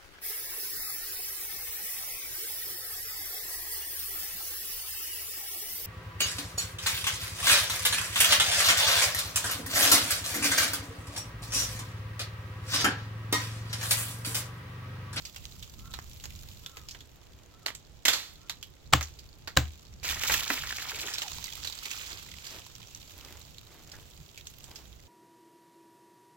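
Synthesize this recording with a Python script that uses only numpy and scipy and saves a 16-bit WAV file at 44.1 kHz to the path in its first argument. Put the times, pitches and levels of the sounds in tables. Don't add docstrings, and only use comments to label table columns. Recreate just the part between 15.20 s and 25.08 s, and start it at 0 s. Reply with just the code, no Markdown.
import sys
import numpy as np
from scipy import signal
from scipy.fft import rfft, irfft, next_fast_len
from scipy.io import wavfile
from scipy.ndimage import uniform_filter1d

SR = 44100
rng = np.random.default_rng(int(sys.argv[2]) if len(sys.argv) > 2 else 0)


def generate_wav(signal):
    frames = np.transpose(np.atleast_2d(signal))
    scaled = np.clip(frames, -1, 1) * 32767
    pcm = np.round(scaled).astype(np.int16)
    wavfile.write(sys.argv[1], SR, pcm)


N = 435708
TIME = np.arange(N) / SR
TOP_HZ = 16000

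# middle_s, half_length_s, level_db
GUSTS = [(0.5, 0.32, -50.5), (1.1, 0.3, -52), (5.1, .4, -51)]
CALM_DB = -58
# start_s, length_s, level_db
CAWS = [(0.0, 0.11, -68), (0.562, 0.26, -59), (1.412, .26, -60), (2.299, 0.24, -65.5), (3.173, 0.21, -65)]
# middle_s, half_length_s, level_db
SCUFFS = [(2.202, 0.3, -66.5), (5.824, 0.072, -50), (6.47, 0.025, -57), (6.923, 0.05, -55),
          (7.348, 0.042, -50.5), (8.088, 0.087, -53.5), (8.564, 0.077, -59), (8.767, 0.063, -58),
          (9.543, 0.076, -57)]
# start_s, length_s, start_pitch_hz, end_pitch_hz, level_db
CREAK = (6.025, 0.07, 880, 660, -45)
# start_s, pitch_hz, level_db
KNOCKS = [(5.303, 264, -33), (5.724, 398, -46), (5.835, 390, -47), (8.735, 1590, -48.5), (8.985, 149, -42)]
# middle_s, half_length_s, level_db
SHIFTS = [(0.1, 0.48, -58), (1.15, 0.39, -57.5), (8.05, 0.19, -59.5), (8.8, 0.24, -64), (9.42, 0.27, -62)]
STILL_DB = -66.5
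JOLT_DB, JOLT_FADE_DB_PER_S = -54.5, 34.5
SETTLE_DB, SETTLE_FADE_DB_PER_S = -43.5, 7.5
# start_s, crack_db, splinter_db, woody_body_db, ring_hz
SNAPS = [(0.051, -43, -38.5, -24, 4840), (0.161, -18.5, -43, -16, 2730), (0.253, -16.5, -57, -33, 3800),
         (0.425, -47, -41.5, -30, 3400), (0.737, -25, -38, -10.5, 3900), (0.788, -24.5, -59, 4, 1430),
         (1.038, -25, -43, -10, 6850), (1.055, -15.5, -48, -16, 1790), (1.461, -14.5, -44, -16, 3480),
         (1.569, -32, -43, -8, 1720), (1.685, -40.5, -41, -24, 5050), (1.709, -42, -42, -25, 5500),
         (1.747, -33, -50, -4.5, 3250), (1.805, -38, -49, -16, 3560), (2.46, -17, -30.5, -11.5, 4160),
         (2.482, -22, -38, -5, 3190), (2.503, -22, -62, 2.5, 1760), (2.549, -26, -42, -37, 7560),
         (3.295, -24, -32, -14.5, 3860), (3.427, -26, -40.5, -38, 3140), (3.809, -18, -35, -6, 2000),
         (3.827, -26, -35, -31, 6350), (3.989, -28, -48.5, -42, 4740), (4.274, -33.5, -37.5, -4.5, 4480),
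         (5.035, -10, -32, -10.5, 2820), (5.937, -25, -32, -28, 5360), (5.982, -18, -32.5, -19, 3970),
         (6.018, -37, -31.5, -14, 2980), (6.241, -17, -40.5, -37, 4780), (6.446, -41, -35.5, -13.5, 4160),
         (6.472, -26, -34, -35, 3960), (6.654, -37, -34, -21, 2330), (6.712, -30, -34, -18.5, 2570),
         (7.266, -29, -40.5, -25, 4800), (7.748, -17.5, -53, -35, 5960), (8.383, -22, -59, -34, 4160),
         (8.718, -33, -47, -19, 5000), (9.175, -36.5, -43.5, -35, 2470), (9.269, -16, -46.5, -28, 6460),
         (9.441, -23, -51, -31, 7700), (9.557, -35, -42.5, -25, 5200)]
TUMBLE_START_S, TUMBLE_END_S, PLOUGH_DB = 4.83, 5.91, -40.5
# middle_s, half_length_s, level_db
ROLLS = [(4.9, 0.03, -35.5), (5.125, 0.079, -33), (5.33, 0.033, -35), (5.81, 0.013, -42),
         (6.79, .14, -45.5), (7.31, 0.073, -49.5)]
# start_s, crack_db, splinter_db, woody_body_db, ring_hz
CRASHES = [(2.852, -4, -21, -17.5, 2080), (2.881, -1, -19.5, -13.5, 3520), (2.931, -26, -26, -14, 4300),
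           (4.844, -24, -36.5, -8, 2310), (4.895, -27, -32.5, -13, 3240), (5.096, -13, -31, -2, 2380),
           (5.118, -16, -25, -33, 1770), (5.138, -3, -27.5, -23, 2620), (5.301, -8.5, -38, 1, 1960)]
# strike_s, blow_db, ground_thump_db, contact_s, crushed_leaf_lead_s
LANDINGS = [(3.736, -6.5, -19.5, 0.0015, .011), (4.3727, -8.5, -18.5, 0.0011, .007)]
# pitch_hz, width_hz, level_db
CHUNKS = [
    [(805, 93, -5), (1093, 136, 5), (1720, 100, -4.5), (2270, 268, -10), (3020, 290, -3), (4050, 270, -27)],
    [(750, 92, 4.5), (1074, 62, 1.5), (1560, 85, 3), (2720, 69, -3.5), (3900, 240, 1), (7260, 260, -7)],
]
# pitch_hz, level_db, t60_s
GROUND = [(75.6, -1.5, 0.34), (92, 5, 0.1), (121, 5.5, 0.12), (247, -4, 0.056), (305, -1, 0.086),
          (517, 2.5, 0.048)]
# time_s, left_ear_lag_ms, left_minus_right_db
BEARING = [(0, 0.36, -4.5), (1.8, 0.29, -3), (2.5, 0.082, -5.5), (4.5, 0.076, -4), (5.8, 0.079, -2.5),
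           (6.2, 0.19, -7), (7.6, 0.24, -5), (9.8, 0.36, -6)]
# frequency_hz, density_db (per Hz)
GUST = [(15, -31), (35, -8), (60, 2), (90, -0.5), (140, -5.5), (250, -18.5), (600, -52.5)]
# frequency_hz, density_db (per Hz)
BUFFET = [(15, -2.5), (40, 2), (70, -6.5), (150, -16.5), (400, -46)]
# frequency_hz, density_db (per Hz)
AIR = [(90, -19), (170, -5.5), (350, -2), (600, -7), (1300, -14), (3000, -19.5), (7000, -24), (9100, -44),
       (12000, -48), (16000, -41.5)]
# frequency_hz, density_db (per Hz)
SCUFF = [(150, -12), (340, 0.5), (550, -5.5), (850, -5), (1700, -9), (3000, -10), (8000, -24)]
# frequency_hz, density_db (per Hz)
LEAF = [(600, -27), (1400, -17), (2400, 0), (3800, 1.5), (5400, -1.5), (7400, -0.5), (9100, -16.5),
        (12000, -9), (16000, -8)]
# frequency_hz, density_db (per Hz)
CRUNCH = [(120, -21), (260, -4), (450, -5), (750, -2), (1300, 1), (1900, 2.5), (3000, -7), (6000, -45)]
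# frequency_hz, density_db (per Hz)
TWIG = [(600, -25.5), (1500, -9), (2800, 0), (4200, 0.5), (5500, -1), (7500, 0), (9200, -17.5),
        (12000, -7.5), (16000, -12)]
# frequency_hz, density_db (per Hz)
BLOW = [(100, 1), (250, 6.5), (400, -4.5), (1200, -1), (4000, -2.5), (5500, -9.5), (7500, -4),
        (9200, -28.5), (16000, -11)]


def undb(db):
    return 10 ** (np.asarray(db) / 20)


def unit(x):
    return x / np.sqrt(np.mean(x ** 2))


def curves(table):
    s, *columns = np.transpose(table)
    return [np.interp(TIME, s, c) for c in columns]


def add(out, s, x):
    i = int(s * SR)
    out[:, i:i + x.shape[1]] += x[:, :N - i]


def colour(x, points):
    size = 2 * next_fast_len(x.shape[-1] // 2 + 1024)
    hz, db = np.transpose(points)
    bins_hz = np.arange(size // 2 + 1) * SR / size
    gain = unit(undb(np.interp(np.log(bins_hz + 1), np.log(hz), db)))
    cepstrum = irfft(np.log(gain))
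    cepstrum[1:size // 2] *= 2
    cepstrum[size // 2 + 1:] = 0
    return irfft(rfft(x, size) * np.exp(rfft(cepstrum)))[..., :x.shape[-1]]


def resonate(x, hz, width_hz):
    return signal.lfilter(*signal.iirpeak(min(hz, SR / 3), hz / min(width_hz, SR / 4), fs=SR), x)


def noise(size, apart):
    mid, side = rng.standard_normal((2, size))
    return unit(mid + apart * np.array([side, -side]))


def wander(size, span):
    return unit(uniform_filter1d(rng.standard_normal(size), size=span))


def steady(x, span_s):
    return x / np.sqrt(uniform_filter1d(np.mean(x ** 2, axis=0), int(span_s * SR) + 1) + 1e-12)


def swells(table):
    return sum(undb(db) ** 2 * np.exp(-((TIME - s) / half_s) ** 2) for s, half_s, db in table)


def settling(s, db, fade_db_per_s):
    return (TIME >= s) * undb(db - fade_db_per_s * np.maximum(TIME - s, 0)) ** 2


def tumbling(fade_s=0.13):
    return (TIME >= TUMBLE_START_S) * np.clip(1 - (TIME - TUMBLE_END_S) / fade_s, 0, 1)


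def crisp(x, edge_hz=9000):
    return signal.sosfiltfilt(signal.butter(2, min(edge_hz, SR / 3), "high", fs=SR, output="sos"), x)


def crackle(rate, spread_db, ring_s, apart, hiss_db, clump_db, count=28):
    t = np.arange(SR // 50) / SR
    out = 0
    for hz in np.geomspace(900, 14000, count):
        ring = noise(len(t), apart) * np.exp(-t / ring_s)
        ring = unit(ring + 3.5 * resonate(ring, hz, hz / 5))
        draws = rng.random((int(rate * N / SR / count), 2))
        clicks = np.zeros(N)
        clicks[(draws[:, 0] * N).astype(int)] = undb(-spread_db * np.log(draws[:, 1] + 0.033))
        out = out + signal.oaconvolve(ring, clicks[None])[:, :N]
    clumps = undb(clump_db * wander(N, 600))
    return steady(clumps * (unit(out) + undb(hiss_db) * noise(N, 1.0)), 0.09)


def breeze(wind_db=2, buffet_db=-6, flutter_db=2.5, air_db=-62, pan_db=-4):
    wind = np.sqrt(undb(CALM_DB) ** 2 + swells(GUSTS))
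    eddies = unit(signal.resample(rng.standard_normal(120), N))
    ears_db = np.array([[pan_db], [-pan_db]]) / 2
    rumble = colour(noise(N, 0.5), GUST) + undb(buffet_db) * colour(noise(N, 0.85), BUFFET)
    hush = undb(air_db) * colour(noise(N, 0.85), AIR)
    return rumble * wind * undb(wind_db + ears_db + flutter_db * eddies) + hush


def trunks(x, echo_db=-23, t60=0.22, dull_hz=4500):
    t = np.arange(SR) / SR
    echo = noise(SR, 1) * rng.random(SR) ** 8 * undb(-60 * t / t60) * (t > .012)
    echo = signal.lfilter(*signal.butter(1, min(dull_hz, SR / 3), fs=SR), echo)
    return x + undb(echo_db) * signal.oaconvolve(x, unit(echo) / np.sqrt(SR), axes=1)[:, :N]


def crow(throat_hz=1350, arch=.12, rasp=0.026, lower_db=-9, hoarse_db=-9, flutter_db=3):
    out = np.zeros((2, N))
    for s, length, db in CAWS:
        u = np.linspace(0, 1, int(length * SR))
        waver = wander(len(u), 200)
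        hz = throat_hz * (1 - arch + arch * np.sin(np.pi * u ** .7) + rasp * waver)
        phase = 2 * np.pi * np.cumsum(hz) / SR
        breath = resonate(resonate(noise(len(u), 0.67), 1280, 300), 1280, 300)
        strands = np.sin(phase) + undb(lower_db) * np.sin(phase * 4 / 5)
        caw = strands + undb(hoarse_db) * unit(breath)
        flutter = wander(len(u), 900)
        add(out, s, caw * undb(db + flutter_db * flutter) * np.sqrt(np.abs(np.sin(np.pi * u))))
    return out


def creak(jitter=0.095):
    s, length, start_hz, end_hz, db = CREAK
    u = np.linspace(0, 1, int(length * SR))
    hz = (start_hz + (end_hz - start_hz) * u ** 2) * (1 + jitter * wander(len(u), 80))
    out = np.zeros((2, N))
    add(out, s, undb(db) * np.sin(np.pi * u) * np.sin(2 * np.pi * np.cumsum(hz) / SR)[None])
    return out


def knocks(ring_s=0.021, rise_s=0.0015, sharpness=8):
    t = np.arange(SR // 4) / SR
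    out = np.zeros((2, N))
    for s, hz, db in KNOCKS:
        contact = noise(len(t), .2)
        ring = unit(resonate(resonate(contact, hz, hz / sharpness), hz, 2 * hz / sharpness))
        add(out, s, undb(db) * steady(ring, 0.054) * np.exp(-t / ring_s) * (1 - np.exp(-t / rise_s)))
    return out


def scuffs(slip_db=3):
    slips = undb(slip_db * wander(N, 200))
    pressure = sum(undb(db) * np.exp(-((TIME - s) / half_s) ** 2 / 2) for s, half_s, db in SCUFFS)
    return colour(pressure * unit(slips * noise(N, 0.27)), SCUFF)


def underfoot(level_db=3, body_db=-11, crisp_db=-2):
    falls = [CRASHES[0][0]] + [row[0] for row in LANDINGS]
    jolts = sum(settling(s, JOLT_DB, JOLT_FADE_DB_PER_S) for s in falls)
    after_tumble = settling(TUMBLE_END_S, SETTLE_DB, SETTLE_FADE_DB_PER_S)
    shifts = swells(SHIFTS)
    stir = np.sqrt(undb(STILL_DB) ** 2 + shifts + jolts + after_tumble)
    grains = crackle(rate=900, spread_db=8.5, ring_s=0.0022, apart=1.0, hiss_db=-2, clump_db=1.5)
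    leaves = colour(grains, LEAF)
    litter = (leaves + undb(body_db) * colour(grains, CRUNCH)) * stir
    brittle = undb(crisp_db) * crisp(leaves) * np.sqrt(shifts)
    return (litter + brittle) * undb(level_db) * (1 - tumbling())


def breaks(table, crack_db, crack_s, splinter_db, splinter_t60, body_db, settle_db, settle_t60,
           grain_db, rise_s, ring_db):
    t = np.arange(SR // 2) / SR
    out = np.zeros((2, N))
    for s, row_crack_db, row_splinter_db, wood_db, ring_hz in table:
        grain = undb(grain_db * wander(len(t), 50))
        fade = undb(-60 * t / splinter_t60) + undb(settle_db - 60 * t / settle_t60)
        crack = undb(row_crack_db + crack_db) * np.exp(-t / crack_s)
        force = crack + undb(row_splinter_db + splinter_db) * fade
        force = force * (1 - np.exp(-t / rise_s))
        fibres = noise(len(t), .6)
        fibres = fibres + undb(ring_db) * resonate(fibres, ring_hz, ring_hz / 9)
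        bright = colour(force * steady(grain * fibres, 0.0087), TWIG)
        woody = colour(force * steady(grain * noise(len(t), 0.64), 0.0087), CRUNCH)
        add(out, s, bright + undb(wood_db + body_db) * woody)
    return out


def twig_snaps():
    return breaks(SNAPS, crack_db=-9.0, crack_s=0.0011, splinter_db=0, splinter_t60=0.043, body_db=6.5,
                  settle_db=-6.5, settle_t60=0.16, grain_db=2.5, rise_s=0.0011, ring_db=8)


def slide(level_db=1, body_db=-7.5, dig_db=-9.5, crisp_db=-1):
    plough = (undb(PLOUGH_DB) * tumbling()) ** 2
    rolls = swells(ROLLS)
    leaf_grains = crackle(rate=1700, spread_db=5.5, ring_s=0.0034, apart=0.48, hiss_db=-8, clump_db=2.0)
    stalk_grains = crackle(rate=900, spread_db=5.5, ring_s=0.0039, apart=0.28, hiss_db=-9, clump_db=2.5)
    leaves, stalks = colour(leaf_grains, LEAF), colour(stalk_grains, CRUNCH)
    brittle = undb(crisp_db) * crisp(leaves) * rolls / np.sqrt(rolls.max())
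    rush = leaves * np.sqrt(plough + rolls) + brittle
    crunch = stalks * np.sqrt(undb(body_db) ** 2 * plough + undb(dig_db) ** 2 * rolls)
    return (rush + crunch) * undb(level_db)


def crashing_wood():
    return breaks(CRASHES, crack_db=-15.5, crack_s=0.0023, splinter_db=0.5, splinter_t60=0.069, body_db=6.5,
                  settle_db=-8.5, settle_t60=0.42, grain_db=1.5, rise_s=0.0014, ring_db=6.5)


def landings(crush_db=-14, scatter_db=-19, scatter_s=0.022, settle_db=-32, settle_s=0.034, ring_db=4.0):
    out = np.zeros((2, N))
    for (s, blow_db, thump_db, contact_s, lead_s), modes in zip(LANDINGS, CHUNKS):
        t = np.arange(SR // 2) / SR - lead_s
        after = np.maximum(t, 0)
        crush = undb(crush_db) * np.sqrt(np.clip(1 + t / lead_s, 0, 1))
        scatter = undb(scatter_db) * np.exp(-after / scatter_s) + undb(settle_db) * np.exp(-after / settle_s)
        litter = colour(np.where(t < 0, crush, scatter) * noise(len(t), 0.38), BLOW)
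        push = np.exp(-(t / contact_s) ** 2 / 2) * steady(noise(len(t), 0.45), 0.0012)
        ring = sum(undb(db) * unit(resonate(push, hz, width)) for hz, width, db in modes)
        knock = unit(unit(colour(push, BLOW)) + undb(ring_db) * unit(ring)) * np.std(push)
        thump = sum(undb(db - 60 * after / t60) * np.sin(2 * np.pi * hz * after) for hz, db, t60 in GROUND)
        thump = undb(thump_db) * thump * (1 - np.exp(-after / 0.01))
        add(out, s - lead_s, undb(blow_db) * (knock + litter) - thump)
    return out


def scene():
    activity = twig_snaps() + crashing_wood() + underfoot() + slide()
    lag_ms, pan_db = curves(BEARING)
    left, right = activity * undb(np.array([pan_db, -pan_db]) / 2)
    late = np.clip(np.arange(N) - np.round(lag_ms * SR / 1000).astype(int), 0, N - 1)
    placed = np.array([left[late], right])
    return trunks(placed + landings() + scuffs() + knocks() + creak() + crow()) + breeze()


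def record(dry):
    limited = dry / (1 + (dry / .85) ** 6) ** (1 / 6)
    return signal.sosfilt(signal.ellip(10, .2, 80, TOP_HZ, fs=SR, output="sos"), limited)


dry = scene()
out = record(dry)
generate_wav(out)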